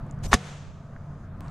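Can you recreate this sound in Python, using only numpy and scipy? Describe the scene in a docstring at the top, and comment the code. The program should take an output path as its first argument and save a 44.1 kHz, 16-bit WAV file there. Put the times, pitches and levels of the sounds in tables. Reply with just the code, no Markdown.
"""Woodland air and a low distant hum come first, with small ticks and a brush of cloth near the microphone.
An arm swishes past the microphone and a thrown knife rings in flight, punches a thin metal can, crumples it
and thuds into a log; the trees send back a soft echo. Wind puffs reach the right port, far insects follow.
Blows ring damped modes, air, swish, cloth and echo are shaped noise; gain control ducks all after the blow."""
import sys
import numpy as np
from scipy import signal
from scipy.fft import rfft, irfft
from scipy.io import wavfile
from scipy.ndimage import uniform_filter1d

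SR = 44100
rng = np.random.default_rng(int(sys.argv[2]) if len(sys.argv) > 2 else 0)


def volts(x):
    """Linear amplitude factor 10**(x/20) for a level x in dB, scalar or array-like."""
    e = np.asarray(x, float) / 20
    return 10 ** e


def wav_out(sig):
    """Save sig, one row per channel (or a flat mono array), as 16-bit PCM at SR to the path in sys.argv[1]."""
    wavfile.write(sys.argv[1], SR, np.round(np.clip(np.atleast_2d(sig).T, -1, 1) * 32767).astype(np.int16))


N = 66150
T = np.arange(N) / SR


def evened(x):
    """Scales to an rms of one over all channels."""
    return x / np.sqrt(np.mean(x ** 2) + 1e-20)


def read(points, hz):
    """Reads a table by frequency, straight lines over log frequency."""
    f, value = np.transpose(points)
    return np.interp(np.log(hz + 1), np.log(f + 1), value)


def curve(rows):
    """Gain along a table of t/s, level/dB; silent outside it."""
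    s, db = np.transpose(rows)
    return volts(np.interp(T, s, db, left=-200, right=-200))


def bell(at_s, width_s):
    """Gaussian rise and fall around one moment."""
    return np.exp(-.5 * ((T - at_s) / width_s) ** 2)


def pair(shape, same):
    """Two complex random channels with the given left-right likeness."""
    a, b = rng.standard_normal((2,) + shape) + 1j * rng.standard_normal((2,) + shape)
    same = np.clip(same, -1, 1)
    return np.array([a, same * a + np.sqrt(1 - same ** 2) * b])


def colour(x, tone):
    """Filters by a spectrum and evens the level."""
    gain = volts(read(tone, np.fft.rfftfreq(N, 1 / SR)))
    return evened(irfft(rfft(x) * gain, N))


def ring(modes, rise_s):
    """Response of a struck body: decaying sines, one a mode, behind a soft onset."""
    t = T[:SR // 3]
    onset = 1 - np.exp(-(t / rise_s) ** 2)
    return onset * sum(volts(db - 60 * t / t60) * np.sin(2 * np.pi * hz * t) for hz, db, t60 in modes)


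# Wall modes of the thin can: f/Hz, level/dB, t60/s
CAN_MODES = [(920.5, -9.5, 0.016), (1013, -11.5, .018), (1164, 1.5, 0.0095), (1394, 11.5, 0.0046),
             (1663, -7.5, 0.011), (1731.5, -14, 0.033), (2505, -15, 0.0055), (3250, -11.5, 0.005),
             (3546, -12.5, 0.024), (4930, -14.5, 0.033), (5880, -18, .012), (7000, -19, 0.007),
             (8900, -24, .01), (11700, -27.5, .008), (733, -27.5, .17), (772, -30.5, 0.062)]
# Blows and buckles of the can: t/s, impulse level/dB, contact time/s
CAN_BLOWS = [(.33015, 6, 0.00025), (.3374, -6.5, 0.0001), (.3401, -7.5, 0.00007), (0.3402, -3.5, 0.000057),
             (.342, -8.5, 0.00012), (0.3439, -5, .00012), (.3472, -11, 0.000045)]
CAN_RISE_S, CAN_EDGE_HZ = .0009, 650


def can():
    """Half-sine blows ring the wall modes; a high-pass takes off the bottom."""
    force = np.zeros(N)
    for s, db, contact_s in CAN_BLOWS:
        u = (T - s) / contact_s
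        push = np.sin(np.pi * u) * (u > 0) * (u < 1)
        force += volts(db) * push * np.pi / (2 * contact_s * SR)  # a short contact is a hard one
    wall = signal.fftconvolve(force, ring(CAN_MODES, CAN_RISE_S))[:N]
    high_pass = signal.butter(2, CAN_EDGE_HZ, "high", fs=SR, output="sos")
    return signal.sosfilt(high_pass, wall) * volts([[1.], [-.9]])  # slightly left


# Course of the crumpling wall: t/s, relative level/dB
CRUMPLE_COURSE = [(.3302, -60), (.3312, -25), (.3365, -26), (.3378, -15), (.342, -15), (.346, -19),
                  (.35, -27), (.36, -38), (.375, -50), (.4, -70)]
# Spectrum of the crumpling: f/Hz, relative level/dB per Hz
CRUMPLE_TONE = [(300, 0), (631, -18), (1850, -12), (3030, -13.5), (3520, -11), (4580, -19), (6270, -13),
                (8310, -22.5), (10500, -26.5), (14500, -44.5), (16000, -77.5)]
CRUMPLE_DB, CRACKS_PER_S, CRACK_SPREAD_DB = 7, 12000, 3.5


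def cracks():
    """The wall crumples in a spray of random cracks; the treble differs a little between the ports."""
    size = volts(CRACK_SPREAD_DB * np.minimum(rng.exponential(1, N), 4)) * rng.choice([-1., 1.], N)
    spray = size * (rng.random(N) < CRACKS_PER_S / SR)
    apart = colour(rng.standard_normal((2, N)), [(300, -20), (1000, -4), (4000, -4), (12000, 0)])
    both = colour(spray + .14 * spray.std() * apart, CRUMPLE_TONE)
    return volts(CRUMPLE_DB) * curve(CRUMPLE_COURSE) * both


# Modes of the wooden log: f/Hz, level/dB, t60/s
LOG_MODES = [(210, 11, 0.015), (190, -15, 0.5), (432, -0.5, 0.041), (475, -12.5, 0.63), (533, -22, 0.12)]
# Modes of the jolted ground: f/Hz, level/dB, t60/s
GROUND_MODES = [(57, -8, 0.03), (97, -6.5, 0.04)]
# Thuds into the log: t/s, relative level/dB, push +1 or pull -1
THUDS = [(.3345, -22, 1), (.3432, -9, -1), (.3493, -8, 1)]
THUD_DB, THUD_S = -3, 0.00053  # added to every thud; Gaussian width of a push
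GROUND_PAN_DB = -8  # left minus right


def log():
    """Soft Gaussian pushes ring the wood and jolt the ground."""
    force = np.zeros(N)
    for s, db, way in THUDS:
        force += way * volts(db + THUD_DB) * bell(s, THUD_S) / (THUD_S * SR * np.sqrt(2 * np.pi))
    wood = signal.fftconvolve(force, ring(LOG_MODES, .0002))[:N]
    ground = signal.fftconvolve(force, ring(GROUND_MODES, .0002))[:N]
    return wood * volts([[.4], [-.3]]) + ground * volts(np.array([[.5], [-.5]]) * GROUND_PAN_DB)


# Fading of the echo among the trees: f/Hz, t60/s
ECHO_T60 = [(200, 0.24), (1000, 1), (3000, 0.93), (7000, 0.95), (12000, 0.33)]
# Spectrum of the echo: f/Hz, relative level/dB
ECHO_TONE = [(120, -20.5), (210, -3.5), (300, -13.5), (480, 6.5), (600, -1.5), (750, 4.5), (950, -3),
             (1200, 1.5), (2000, -3.5), (3500, -6.5), (5000, -12), (6500, -9), (9000, -18.5),
             (12000, -32.5), (15000, -49.5)]
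# Echo at the two ports: f/Hz, left-right likeness
ECHO_SAME = [(100, 0.84), (800, 1), (1300, 0.54), (3000, .75), (12000, .7)]
ECHO_START_S, ECHO_DB = .31, 5
ECHO_PEAK_S, ECHO_RISE_S = .18, .13  # swell of the far trunks, counted from the echo's start
NEAR_DB, NEAR_T60_S = 12, .25  # near reflections against the far swell


def trees():
    """Noise echo: near reflections die fast; scattered trunks build a swell that fades band by band."""
    hz, t = np.fft.rfftfreq(256, 1 / SR), np.arange(SR // 64) * 64 / SR
    z = pair((len(hz), len(t)), read(ECHO_SAME, hz)[:, None])
    late = np.maximum(t - ECHO_PEAK_S, 0)
    early = np.minimum(t - ECHO_PEAK_S, 0)
    far = volts(-60 * late / read(ECHO_T60, hz)[:, None] - 10 * (early / ECHO_RISE_S) ** 2)
    near = volts(NEAR_DB - 60 * t / NEAR_T60_S)
    shape = (far + near) * volts(read(ECHO_TONE, hz))[:, None]
    tail = signal.istft(z * shape, nperseg=256, noverlap=192)[1]
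    fade_in = np.clip(T[:tail.shape[1]] / 0.01, 0, 1) ** 2
    tail = tail * fade_in / np.linalg.norm(tail[0])
    out, at = np.zeros((2, N)), round(ECHO_START_S * SR)
    out[:, at:at + tail.shape[1]] = volts(ECHO_DB) * tail
    return out


# Effort of the arm passing the microphone: t/s, level/dB
SWING_EFFORT = [(.2, -83), (.22, -75), (.238, -41), (.256, -39.5), (.266, -39.5), (.272, -52),
                (.285, -56.5), (.305, -58), (.33, -34.5)]
# Spectrum of the swish: f/Hz, relative level/dB per Hz
SWISH_TONE = [(150, -40.5), (300, -12), (500, -15.5), (1140, -24), (2280, -27), (4500, -26.5), (6880, -24),
              (12600, -40), (14500, -53.5), (16000, -89)]
# Swish at the two ports: f/Hz, left-right likeness
SWISH_SAME = [(300, 1), (1000, 0.98), (3000, 0.61), (9000, 0.13)]
BUFFET_HZ, BUFFET_DB, BUFFET_S, BUFFET_WIDTH_S = 46, -28, .258, 0.032


def swing():
    """Noise hiss of the arm through the air and a low buffet on the microphone."""
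    same = read(SWISH_SAME, np.fft.rfftfreq(N, 1 / SR))
    hiss = colour(irfft(pair((N // 2 + 1,), same), N), SWISH_TONE)
    buffet_tone = [(5, -6), (BUFFET_HZ, 0), (160, -12), (600, -60), (3000, -140)]
    low = colour(pair((N,), 0.99).real, buffet_tone)
    return curve(SWING_EFFORT) * hiss + volts(BUFFET_DB) * bell(BUFFET_S, BUFFET_WIDTH_S) * low


# Blade modes ringing in flight: f/Hz, peak level/dB
BLADE_MODES = [(5879, -54), (7100, -63), (8581, -57.5), (11698, -59), (12312, -61), (14799, -86)]
FLIGHT_S, FLIGHT_WIDTH_S = .293, .012


def blade():
    """The blade sings as it passes: steady modes under one short swell."""
    tones = sum(volts(db) * np.sin(2 * np.pi * (hz * T + rng.random())) for hz, db in BLADE_MODES)
    return bell(FLIGHT_S, FLIGHT_WIDTH_S) * tones


SNAP_S, SNAP_DB, SNAP_RELAX_S = 1.4075, -27.5, 0.00081


def snap():
    """One abrupt click: a downward step that relaxes."""
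    return -volts(SNAP_DB) * (T > SNAP_S) * np.exp(-np.maximum(T - SNAP_S, 0) / SNAP_RELAX_S)


# Small ticks: t/s, level/dB before the decay, f/Hz, decay/cycles, left minus right/dB
TICKS = [(.066, -53, 7500, 3, 0), (.1112, -35, 7000, 4, 4), (.1245, -49, 7500, 2, 2),
         (.147, -54, 7000, 2, 0), (.1905, -45, 6000, 1.5, -3.5), (.9633, -25, 1500, 1.5, 0),
         (1.4817, -41, 4400, 4, 1), (1.4825, -42, 5700, 3, 1)]


def ticks():
    """Short damped wavelets, each placed between left and right."""
    out = np.zeros((2, N))
    for s, db, hz, cycles, pan_db in TICKS:
        u = np.maximum(T - s, 0) * hz  # cycles since the start
        wavelet = np.sin(2 * np.pi * u) * np.exp(-u / cycles) * np.minimum(u, 1)
        out += volts(db + np.array([[.5], [-.5]]) * pan_db) * wavelet
    return out


# Clothes rustling as the thrower moves: t/s, level/dB
RUSTLE_COURSE = [(0, -97), (.1, -57), (.13, -88), (.2, -89), (.25, -105), (1.36, -81.5), (1.407, -72),
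                 (1.409, -48.5), (1.5, -46.5)]
# Spectrum of the cloth: f/Hz, relative level/dB per Hz
RUSTLE_TONE = [(250, -35.5), (400, -13.5), (686, -8), (1110, -3), (2000, -20), (5000, -38), (8000, -32.5),
               (12000, -50.5), (15000, -86)]


def rustle():
    """Dense faint crackle of cloth: random grains over a little noise."""
    size = volts(1.5 * rng.exponential(1, N))
    dense = rng.random(N) < 14000 / SR  # grains a second
    grains = size * dense * rng.standard_normal(N)
    cloth = grains + .3 * grains.std() * rng.standard_normal((2, N))
    return curve(RUSTLE_COURSE) * colour(cloth, RUSTLE_TONE)


# Wind puffs on the right port: t/s, level/dB, width/s
PUFFS = [(.14, -56, 0.022), (.2, -50, .02), (.635, -40, 0.017), (.69, -29.5, 0.012), (0.751, -44, 0.022),
         (.86, -50, .015), (1.44, -52, 0.024)]
# Spectrum of a puff: f/Hz, relative level/dB per Hz
PUFF_TONE = [(10, -14), (40, 10), (90, 6), (200, -28), (500, -45), (3000, -120)]


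def wind():
    """Low turbulence, noise under Gaussian gusts, that reaches the right port only."""
    gusts = sum(volts(db) * bell(s, width_s) for s, db, width_s in PUFFS)
    return gusts * colour(rng.standard_normal(N), PUFF_TONE) * np.array([[0], [1]])


# Course of the far insects: t/s, level/dB
INSECT_COURSE = [(.8, -75), (.95, -73), (1.25, -72), (1.29, -90)]
# Spectrum of the insects: f/Hz, relative level/dB per Hz
INSECT_TONE = [(3500, -43), (4800, 0), (5500, -10), (6400, 0.5), (7600, -9.5), (9500, -17), (11000, -50)]


def insects():
    """Far insects blur into a band of treble noise."""
    return curve(INSECT_COURSE) * colour(pair((N,), 0.58).real, INSECT_TONE)


# Partials of the low distant hum: f/Hz, rms level/dB, width/Hz
HUM_PARTIALS = [(91.35, -43.5, 2.7), (144.4, -41.5, 3.8), (676, -58.5, 75), (219, -54, 75)]
HUM_STEADY = .4  # share of steady tone against wavering


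def hum():
    """Each partial is a steady tone plus a narrow wavering band."""
    out = np.zeros(N)
    for hz, db, width in HUM_PARTIALS:
        r = np.exp(-np.pi * width / SR)
        waver = signal.lfilter([1], [1, -2 * r, r * r], pair((2 * N,), 1)[0])[N:]  # settled half
        waver = waver / np.sqrt(np.mean(abs(waver) ** 2))
        steady = np.exp(2j * np.pi * rng.random())
        z = HUM_STEADY * steady + (1 - HUM_STEADY) * waver
        out += volts(db) * evened((z * np.exp(2j * np.pi * hz * T)).real)
    return out


# Spectrum of woodland air and far traffic: f/Hz, relative level/dB per Hz
AIR_TONE = [(12, -50), (20, -9.5), (49, -1.5), (111, -23.5), (128, 0), (151, -3), (357, -23.5), (656, -21),
            (818, -27), (1240, -24), (2480, -44), (6360, -56.5), (15000, -68.5)]
# Air at the two ports: f/Hz, left-right likeness
AIR_SAME = [(30, .99), (100, .998), (200, .999), (400, .993), (800, .997), (1100, .9), (2000, .85),
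            (5000, .5), (15000, .6)]
AIR_DB, AIR_PATCH_DB, AIR_SWELL_DB = -38, 1.2, .7  # rms level; rms depth of patches and of swell


def air():
    """Random short-time spectra with drifting patches and a slow swell."""
    frames, hz = N // 256 + 5, np.fft.rfftfreq(1024, 1 / SR)
    patches = uniform_filter1d(rng.standard_normal((513, frames)), size=10, axis=0)
    patches = evened(uniform_filter1d(patches, size=12, axis=1))
    swell = evened(uniform_filter1d(rng.standard_normal(frames), size=40))
    z = pair((513, frames), read(AIR_SAME, hz)[:, None])
    z = z * volts(read(AIR_TONE, hz)[:, None] + AIR_PATCH_DB * patches + AIR_SWELL_DB * swell)
    return volts(AIR_DB) * evened(signal.istft(z, nperseg=1024, noverlap=768)[1][:, :N])


def scene():
    """The blow with its echo, the background, the throw and the small near sounds at the two ports."""
    hit = can() + log() + cracks() + trees()
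    background = air() + hum() + wind() + insects()
    near = swing() + blade() + ticks() + snap() + rustle()
    return hit + background + near


def top_cut(x):
    """Nothing passes above the cut-off."""
    return signal.sosfilt(signal.butter(12, 15710, fs=SR, output="sos"), x)


DUCK_FROM_DB, DUCK_SHARE, RECOVER_DB_PER_S = -23, 0.46, 8.5  # share: dB taken off per dB over


def record(dry):
    """Gain control falls with the blow and recovers slowly; peaks clip at full scale."""
    power = uniform_filter1d((dry ** 2).mean(0), size=600, origin=299)  # over the samples just past
    power_db = 10 * np.log10(abs(power) + 1e-12)
    rise = T * RECOVER_DB_PER_S
    held_db = np.maximum.accumulate(power_db + rise) - rise  # peak hold that sinks slowly
    over_db = np.maximum(held_db - DUCK_FROM_DB, 0)
    ducked = dry / volts(DUCK_SHARE * uniform_filter1d(over_db, size=400, origin=199))
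    mix = np.clip(ducked, -1, 1)
    return top_cut(mix)


dry = scene()
out = record(dry)
wav_out(out)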